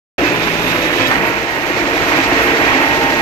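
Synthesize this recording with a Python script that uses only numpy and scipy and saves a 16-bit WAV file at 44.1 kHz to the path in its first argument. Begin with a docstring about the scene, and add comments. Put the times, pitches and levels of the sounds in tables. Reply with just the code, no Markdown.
"""A pump whines and moans under load until a short rush of oil ends its stroke; the engine then speeds up and eases.
Around it are thuds, clatter, hiss and a humming fan: a diesel concrete pump close by on an open building site.
One crankshaft speed drives the engine, pump and fan tones, which are wavering sine waves.
The roar, oil and moving air are coloured noise. Firings pulse the roar and shake the ringing steel housing
and grate. Two microphones hear it all, and the left-right balance changes as the listener moves."""
import sys
import numpy as np
from scipy import signal
from scipy.fft import rfft, irfft
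from scipy.io import wavfile
from scipy.ndimage import uniform_filter1d, minimum_filter1d

SR = 44100
rng = np.random.default_rng(int(sys.argv[2]) if len(sys.argv) > 2 else 0)


def pcm_store(signal):
    """Save signal as 16-bit PCM."""
    levels = np.round(np.clip(np.atleast_2d(signal), -1, 1) * 32767)
    wavfile.write(sys.argv[1], SR, levels.astype(np.int16).T)


N = 141561
TIME = np.arange(N) / SR
FREQ_HZ = np.arange(N // 2 + 1) * SR / N   # the frequencies of the transform

# Air buffeting the microphones. Each row: frequency in Hz, noise level in dB per Hz.
BUFFET_SPECTRUM = [(15, -2), (30, -7), (55, 4), (100, 3), (200, 4.5)]
BUFFET_DB = -45.5   # before the gusts and the swell

# Spectra of the five registers of the roar. Each row: frequency in Hz, relative level in dB per Hz.
BASS_SPECTRUM = [(15, -30), (35, -28), (55, 0), (80, -23), (120, -2), (165, -4), (220, 0.5), (260, -7.5),
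                 (330, -22)]
BODY_SPECTRUM = [(190, -16), (240, -15), (270, 2), (350, 4.5), (410, -1), (490, -2.5), (620, 0.5),
                 (740, -4.5), (850, -16), (1100, -44)]
CLATTER_SPECTRUM = [(550, -16), (780, 0), (1000, 1), (1200, -0.5), (1500, 0.5), (1900, 3), (2200, 3),
                    (2580, -0.5), (2800, -2.5), (3100, -7), (3800, -19)]
HISS_SPECTRUM = [(2300, -14), (3000, -2), (3400, -1), (4000, -1), (4900, -4.5), (6000, -5.5), (7000, -10.5),
                 (8000, -14), (9000, -57), (11000, -36)]
SIZZLE_SPECTRUM = [(6500, -33), (8500, -5.5), (10000, -5.5), (11500, -2), (12600, -3.5), (14000, 2),
                   (15500, -7), (18000, -20)]
# Level of the roar before trims. Each row: time in seconds, then bass, low middle, upper middle,
# treble and top in dB.
ROAR_LEVELS = [(.18, -25.5, -17, -20.5, -31.5, -45), (.28, -32, -19.5, -18.5, -30.5, -43),
               (.46, -29, -23, -20.5, -30, -41.5), (.9, -38, -21, -20, -30.5, -40.5),
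               (1.08, -28, -21, -19.5, -28, -40.5), (1.22, -26, -21.5, -19.5, -33, -44),
               (1.3, -29, -21, -19.5, -31, -48), (1.39, -35, -27, -22.5, -34, -46),
               (1.63, -36, -23, -22, -33, -45.5), (1.74, -32, -21, -20.5, -31, -44.5),
               (1.95, -35.5, -20, -19, -29.5, -42.5), (2.25, -29, -21, -17, -28, -40.5),
               (2.6, -37, -19.5, -17, -28.5, -42.5), (2.9, -33.5, -19, -18, -29.5, -41),
               (3.2, -29.5, -19.5, -19.5, -29, -41)]
RATTLE_DB, RATTLE_HZ = 0.65, 300   # fine unevenness shared by the three upper registers
SURGE_DB, SURGE_HZ = 1.25, 15      # slower surges, separate for each of them

# Fan tones, blade rate and octave. Each row: level under load in dB, level when free in dB, before movement.
FAN_TONES = [(-31.5, -27), (-42, -30.5)]
FAN_ORDER = 15.16   # blades passing per turn of the crank
# Level changes as the listener moves. 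Each row: time in seconds, change for pump, fan and fan octave in dB.
MOVING_LEVELS = [(.2, -9, 0, 1), (.55, -6, 2, 7), (.68, -0.5, -2, 3), (.8, -4.5, -9, 4),
                 (1.02, 3.5, 2.5, -6), (1.17, 2, -6, -9), (1.27, -11, -0.5, 2), (1.44, -6, -0.5, -4),
                 (1.52, -6, -11, -1), (1.65, -12, -12, -3), (1.85, -10, -4, -2), (2.15, -1.5, -3, -6),
                 (2.3, -0.5, -4, 0), (2.55, 2.5, 3.5, -6), (2.85, 2, -10, 4.5), (3.0, 2.5, 1, 5.5),
                 (3.2, 1.5, -9, 5.5)]

HUM_HZ, HUM_DB = 109.9, -43              # a hum of fixed pitch beside the engine tones
PANEL_HZ, PANEL_DB = 699, -35.5          # a singing panel, level before the swell
WHISTLE_HZ, WHISTLE_WIDTH_HZ = 12600, 430   # thin hiss high above the roar
WHISTLE_DB = -46                         # before the swell and flicker

# Loose steel bars of the hopper grate. Each row: pitch in Hz, width in Hz, relative level in dB.
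GRATE_BARS = [(1315, 63, -4.5), (1459, 70, -2.5), (1898, 97, -0.5), (2414, 92, 0), (2581, 92, -0.5)]
CHATTER_PER_S, GRATE_DB = 90, -9   # touches of each bar where the firing curve is 1; dB against the clatter

# Resonances of the steel housing. Each row: pitch in Hz, width in Hz, level in dB before the broad resonance.
HOUSING_MODES = [(281, 58, 3), (344, 46, 3), (447.5, 56, -5), (630, 300, -6.5)]
# Hard knocks in the housing. Each row: time in seconds, peak level in dB before the microphones.
KNOCKS = [(.187, -21), (1.699, -17.5), (1.958, -16), (2.186, -8), (2.32, -9), (2.59, -12), (2.733, -15),
          (2.803, -11), (3.124, -9.5)]
THUD_DB, BOOM_DB = -5, -8   # against the low middle of the roar
THUD_JITTER_S = 0.0014      # typical unevenness of the thuds

# Speed of the crankshaft before a slight wobble. Each row: time in seconds, turns per second.
CRANK_SPEED = [(.18, 28.2), (.45, 27.92), (.65, 28.0), (.88, 28.3), (1.11, 28.45), (1.2, 30.5), (1.3, 30.7),
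               (1.48, 30.1), (3.2, 29.98)]
# Strength of each cylinder in firing order, one number each, in dB.
CYLINDER_DB = [0, -1, 2.5, -4]
FIRING_DECAY_S, FIRING_SCATTER_DB = 0.021, 2.5
# Engine tones before the swell. Each row: multiple of crank speed, level under load in dB, level free in dB.
ENGINE_TONES = [(2, -38.5, -38), (4, -38, -61.5), (5, -50, -40), (14, -50, -41.5), (21, -35, -34),
                (23, -50, -35), (44, -53, -39)]
# Exhaust drone. Each row: time in seconds, level in dB.
DRONE_LEVEL = [(.2, -48), (.34, -31), (.6, -30.5), (.92, -34), (1.05, -52), (1.25, -34.5), (1.5, -57),
               (2.5, -38), (3.2, -42)]
DRONE_ORDER = 6   # cycles per turn

# Rushes of oil as the valve swings over and settles. Each row: start in seconds, level in dB before rise and decay.
OIL_RUSHES = [(1.112, -10), (1.253, -22), (1.296, -34)]
# Pump tones before movement. Each row: multiple of the piston rate, level early in the stroke in dB,
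# level late in the stroke in dB, level free in dB.
PUMP_TONES = [(1, -28.5, -35.5, -32), (3, -50, -53, -32), (4, -33.5, -40, -38), (6, -51, -54, -39.5),
              (7, -38.5, -34.5, -33), (8, -47, -49, -40), (10, -34, -36, -46), (12, -50, -40, -43.5),
              (13, -49, -42, -66), (14, -38.5, -52, -60), (15, -36, -40, -54)]
# The pump's moan at twice the piston rate. Each row: time in seconds, level in dB.
MOAN_LEVEL = [(.28, -34), (.38, -27), (.47, -61), (.6, -39), (.68, -38), (.78, -25.5), (.94, -33),
              (1.04, -24), (1.16, -49)]
PISTONS = 9                              # piston strokes per turn
STROKE_END_S, UNLOAD_S = 1.11, 0.02      # when the load comes off, and how fast
STRAIN_S, STRAIN_RISE_S = 0.85, 0.046    # when the whine changes colour, and how fast

# Balance of the two microphones. Each row: frequency in Hz, left minus right in dB.
BALANCE = [(30, 6), (60, 8.5), (125, 2.9), (200, 1.4), (280, 0), (550, 0.7), (750, -1.5), (950, -5.5),
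           (1500, -7.5), (2200, -7.5), (3200, -4.3), (5000, -3.7), (7000, -1), (9000, 2.9), (14000, 4)]
# How alike the noise is in both. Each row: frequency in Hz, likeness from 0 to 1.
LIKENESS = [(30, .45), (70, .42), (125, .6), (200, 0.64), (280, 1), (360, 0.78), (500, 1), (1000, 0.64),
            (2000, 0.43), (4000, 0.1), (8000, 0.12), (14000, 0.15)]
# How much earlier the left one hears. Each row: frequency in Hz, lead in milliseconds.
LEFT_LEAD_MS = [(30, 2), (60, 3.3), (125, 0.62), (280, 0.079), (500, 0.09), (1000, 0.16), (1900, 0.21),
                (2600, 0.37), (4600, 0.467), (8000, 0.443), (14000, 0.313)]
# Extra balance before the listener moves down beside the machine. Each row: frequency in Hz, left minus right in dB.
EARLY_BALANCE = [(280, 0.5), (550, -0.5), (850, 5), (1400, 0.5), (2400, -4.5), (3700, -3), (5400, -8),
                 (7500, 0), (12000, -1.5)]
MOVE_S, MOVE_LENGTH_S = 1.98, 0.14

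START_S, FADE_IN_S = .181, .002
CEILING, LIMITER_S = .93, .004
CUTOFF_HZ = 15350


def from_db(db):
    """Turn decibels into gain."""
    return 10 ** (np.asarray(db) / 20)


def rms_one(x):
    """Scale to an average strength (rms) of 1."""
    return x / np.sqrt(np.mean(x ** 2) + 1e-20)


def in_time(rows):
    """Draw one curve over time for each column of a table."""
    s, *columns = np.transpose(rows)
    return [np.interp(TIME, s, column) for column in columns]


def at_hz(points, hz):
    """Read a table over log frequency."""
    f, value = np.transpose(points)
    return np.interp(np.log(np.maximum(hz, 1)), np.log(f), value)


def step(at_s, width_s):
    """Rise smoothly from 0 to 1."""
    return .5 + .5 * np.tanh((TIME - at_s) / width_s)


def drift(rate_hz):
    """Wander by chance with spread 1; changes faster than the rate are weakened."""
    slow = (FREQ_HZ > 0) / (1 + (FREQ_HZ / rate_hz) ** 2)
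    return rms_one(irfft(rfft(rng.standard_normal(N)) * slow, N))


def resonance(hz, width_hz):
    """Response of one ringing part, 1 at its own pitch."""
    damping = 1j * FREQ_HZ * width_hz
    return damping / (hz ** 2 - FREQ_HZ ** 2 + damping)


def microphones(hz):
    """Level and phase at the left and right microphone, as complex gains."""
    half_lead = np.exp(1j * np.pi * hz * at_hz(LEFT_LEAD_MS, hz) / 1000)
    left = from_db(at_hz(BALANCE, hz) / 2) * half_lead
    return np.array([left, 1 / left])


def noise(response, pulsing=1):
    """Stereo noise, pulsed and then coloured; the average of both sides has rms 1."""
    mid, side = rfft(rng.standard_normal((2, N)) * pulsing)
    alike = np.clip(at_hz(LIKENESS, FREQ_HZ), 0, .99)
    pair = np.sqrt(1 + alike) * mid + np.sqrt(1 - alike) * side * [[1], [-1]]
    out = irfft(pair * response * microphones(FREQ_HZ), N)
    return out / out.mean(axis=0).std()


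def roar(spectrum, pulsing=1):
    """Noise with the given spectrum, falling away steeply beyond its ends."""
    below = spectrum[0][0] / (FREQ_HZ + 1)
    above = FREQ_HZ / spectrum[-1][0]
    outside = np.maximum(np.maximum(below, above), 1)
    return noise(from_db(at_hz(spectrum, FREQ_HZ)) / outside ** 4, pulsing)


def tone(cycles, db, waver_db, smear_rad):
    """A sine wave wavering in level and phase, placed between the microphones by its average pitch."""
    gains = microphones(np.array([cycles[-1] / TIME[-1]]))
    phase = 2 * np.pi * (cycles + rng.random()) + smear_rad * drift(23)
    level = np.sqrt(2) * from_db(db + waver_db * drift(30.0))
    return level * np.real(np.exp(1j * phase) * gains / abs(gains.mean()))


def tones(table, cycles, shares, waver_db, smear_rad):
    """A family of harmonics whose levels blend between the working states."""
    total = 0
    for multiple, *state_db in table:
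        db = sum(share * level for share, level in zip(shares, state_db))
        total = total + tone(round(multiple) * cycles, db, waver_db, smear_rad)
    return total


def firings(turns):
    """Two firings a turn, each a burst that dies away with its cylinder's strength; rms 1."""
    stroke = (2 * turns).astype(int)
    age_s = (2 * turns - stroke) / (2 * np.gradient(turns) * SR)
    scatter_db = FIRING_SCATTER_DB * rng.standard_normal(stroke[-1] + 1)
    strength_db = np.take(CYLINDER_DB, stroke, mode="wrap") + scatter_db[stroke]
    return rms_one(from_db(strength_db) * np.exp(-age_s / FIRING_DECAY_S))


def buffeting(gust_db):
    """Lumpy low noise of air moving on the microphones."""
    return from_db(BUFFET_DB + gust_db * drift(5.9)) * roar(BUFFET_SPECTRUM)


def whistle(swell_db):
    """Narrow high noise that flickers and swells with the clatter."""
    level_db = WHISTLE_DB + 1.3 * swell_db + 4.3 * drift(7.3)
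    return from_db(level_db) * noise(resonance(WHISTLE_HZ, WHISTLE_WIDTH_HZ))


def hum():
    """A hum of fixed average pitch that wavers strongly in level."""
    return tone(HUM_HZ * TIME, HUM_DB, waver_db=5.5, smear_rad=0.48)


def panel(swell_db):
    """A singing panel that swells twice as many decibels as the clatter."""
    return tone(PANEL_HZ * TIME, PANEL_DB + 2 * swell_db, waver_db=1.5, smear_rad=0.93)


def squeak(s, length_s, hz, db):
    """One metallic squeak that swells and fades around its middle."""
    return tone(hz * TIME, db, waver_db=0, smear_rad=0) * np.exp(-((TIME - s) / length_s) ** 2)


def fan(turns, load, levels_db):
    """The blades hum at their passing rate and its octave."""
    total = 0
    for k, ((loaded, free), moving_db) in enumerate(zip(FAN_TONES, levels_db)):
        db = free + load * (loaded - free) + moving_db
        total = total + tone((k + 1) * FAN_ORDER * turns, db, waver_db=3.0, smear_rad=0.63)
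    return total


def machinery(firing, bass_db, body_db, clatter_db, hiss_db, sizzle_db):
    """Exhaust rumble, fan roar, clatter and hiss as noise that throbs with the firings."""
    rattle = from_db(RATTLE_DB * drift(RATTLE_HZ))
    surges = [from_db(SURGE_DB * drift(SURGE_HZ)) for k in range(3)]
    return (from_db(bass_db - 2.0) * roar(BASS_SPECTRUM, 1 + 0.85 * firing)
            + from_db(body_db - 2.0) * roar(BODY_SPECTRUM, 1 + 0.37 * firing)
            + from_db(clatter_db - 1.12) * roar(CLATTER_SPECTRUM, surges[0] * rattle * (1 + 0.053 * firing))
            + from_db(hiss_db - 0.92) * roar(HISS_SPECTRUM, surges[1] * rattle * (1 + 0.064 * firing))
            + from_db(sizzle_db - 1.2) * roar(SIZZLE_SPECTRUM, surges[2] * rattle * (1 + 0.2 * firing)))


def grate(firing, level_db):
    """Loose steel bars, touched more often during firings, ring briefly."""
    size = (len(GRATE_BARS), N)
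    touched = rng.random(size) < CHATTER_PER_S * firing / SR
    hits = touched * rng.standard_normal(size)
    rings = 0
    for hit, (hz, width, db) in zip(hits, GRATE_BARS):
        rings = rings + rfft(hit) * from_db(db) * resonance(hz, width) ** 2
    return from_db(level_db + GRATE_DB) * rms_one(irfft(rings * microphones(FREQ_HZ), N))


def housing(turns, firing, level_db):
    """Firings and hard knocks strike the ringing panels; noise pulsed by the same firings booms along with them."""
    body = 0
    for k, (hz, width, db) in enumerate(HOUSING_MODES):
        body = body + (-1) ** k * from_db(db) * resonance(hz, width)
    body = body * resonance(hz=330, width_hz=460)

    at = np.flatnonzero(np.diff((2 * turns).astype(int)))   # the sample where each firing begins
    late, strong = rng.standard_normal((len(at), 2)).T
    cylinder_db = np.take(CYLINDER_DB, np.arange(len(at)) + 1, mode="wrap")
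    thud_db = level_db[at] + THUD_DB + cylinder_db + FIRING_SCATTER_DB * strong
    struck = np.clip(at + (THUD_JITTER_S * SR * late).astype(int), 0, N - 1)
    blows = np.zeros(N)
    blows[struck] = from_db(thud_db)
    for s, db in KNOCKS:
        blows[int(s * SR)] += from_db(db)

    one_blow_peak = abs(irfft(body, N)).max()
    thuds = irfft(rfft(blows) * body * microphones(FREQ_HZ), N) / one_blow_peak
    return thuds + from_db(level_db + BOOM_DB) * noise(body, firing)


def engine(turns, load, swell_db):
    """Crankshaft harmonics that swell with the clatter, more so when free."""
    harmonics = tones(ENGINE_TONES, turns, (load, 1 - load), waver_db=3.0, smear_rad=0.67)
    return harmonics * from_db(.5 * swell_db * (2.5 - load))


def exhaust_drone(turns):
    """One harmonic of the crankshaft drones from the exhaust."""
    return tone(DRONE_ORDER * turns, in_time(DRONE_LEVEL)[0], waver_db=-1.5, smear_rad=0.6)


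def oil(load, hz, width_hz, db):
    """Oil under pressure hisses in the lines as a band of noise."""
    return from_db(db) * load * noise(resonance(hz, width_hz) ** 2)


def valve(attack_s, decay_s, hz, width_hz):
    """Rushes of oil as bursts of noise that start suddenly and die away."""
    flow = 0
    for s, db in OIL_RUSHES:
        rise = np.clip((TIME - s) / attack_s, 0, 1)
        flow = flow + from_db(db) * rise * np.exp(-np.maximum(TIME - s, 0) / decay_s)
    return flow * noise(resonance(hz, width_hz) ** 2)


def pump(turns, load, level_db):
    """The pistons whine in harmonics that change late in the stroke, and moan at twice their rate."""
    strain = step(STRAIN_S, STRAIN_RISE_S)
    shares = (load * (1 - strain), load * strain, 1 - load)   # early, late, free
    whine = tones(PUMP_TONES, PISTONS * turns, shares, waver_db=3.1, smear_rad=0.28)
    moan = tone(2 * PISTONS * turns, in_time(MOAN_LEVEL)[0], waver_db=2.0, smear_rad=0.19)
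    return whine * from_db(level_db) + moan


def listener(x):
    """Change the balance between the microphones as the listener moves."""
    power = abs(microphones(FREQ_HZ)) ** 2
    shift = from_db(at_hz(EARLY_BALANCE, FREQ_HZ) / 2 * np.array([[1], [-1]]))
    keep_power = np.sqrt(power.sum(axis=0) / (power * shift ** 2).sum(axis=0))
    early = irfft(rfft(x) * shift * keep_power, N)
    return early + (x - early) * step(MOVE_S, MOVE_LENGTH_S)


def scene():
    """Add all sources, with engine, pump and fan tied to one crankshaft."""
    speed, = in_time(CRANK_SPEED)
    turns = np.cumsum(speed * (1 + 0.00049 * drift(11.5))) / SR
    load = 1 - step(STROKE_END_S, UNLOAD_S)
    levels = in_time(ROAR_LEVELS)
    body_db, clatter_db = levels[1:3]
    pump_db, *fan_db = in_time(MOVING_LEVELS)
    swell_db = clatter_db - clatter_db.max()   # 0 where the clatter is loudest
    firing = firings(turns)
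    mix = buffeting(gust_db=4.5) * from_db(0.81 * swell_db + 4.5)
    mix += whistle(swell_db) + hum() + panel(swell_db)
    mix += squeak(s=0.283, length_s=0.028, hz=2590, db=-21.5)
    mix += fan(turns, load, fan_db)
    mix += machinery(firing, *levels)
    mix += grate(firing, clatter_db)
    mix += housing(turns, firing, body_db)
    mix += engine(turns, load, swell_db) + exhaust_drone(turns)
    mix += oil(load, hz=2550, width_hz=850, db=-30.0)
    mix += valve(attack_s=0.0017, decay_s=0.017, hz=1180, width_hz=1480)
    mix += pump(turns, load, pump_db)
    return listener(mix)


def record(dry):
    """The sound cuts in, a fast limiter holds the peaks, and a steep filter cuts the top."""
    x = dry * np.clip((TIME - START_S) / FADE_IN_S + .5, 0, 1)
    size = int(LIMITER_S * SR)
    safe_gain = CEILING / np.maximum(abs(x).max(axis=0), CEILING)
    held = x * uniform_filter1d(minimum_filter1d(safe_gain, size), size)
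    top_cut = signal.ellip(12, .1, 80, CUTOFF_HZ, fs=SR, output="sos")
    return signal.sosfilt(top_cut, held)


dry = scene()
out = record(dry)
pcm_store(out)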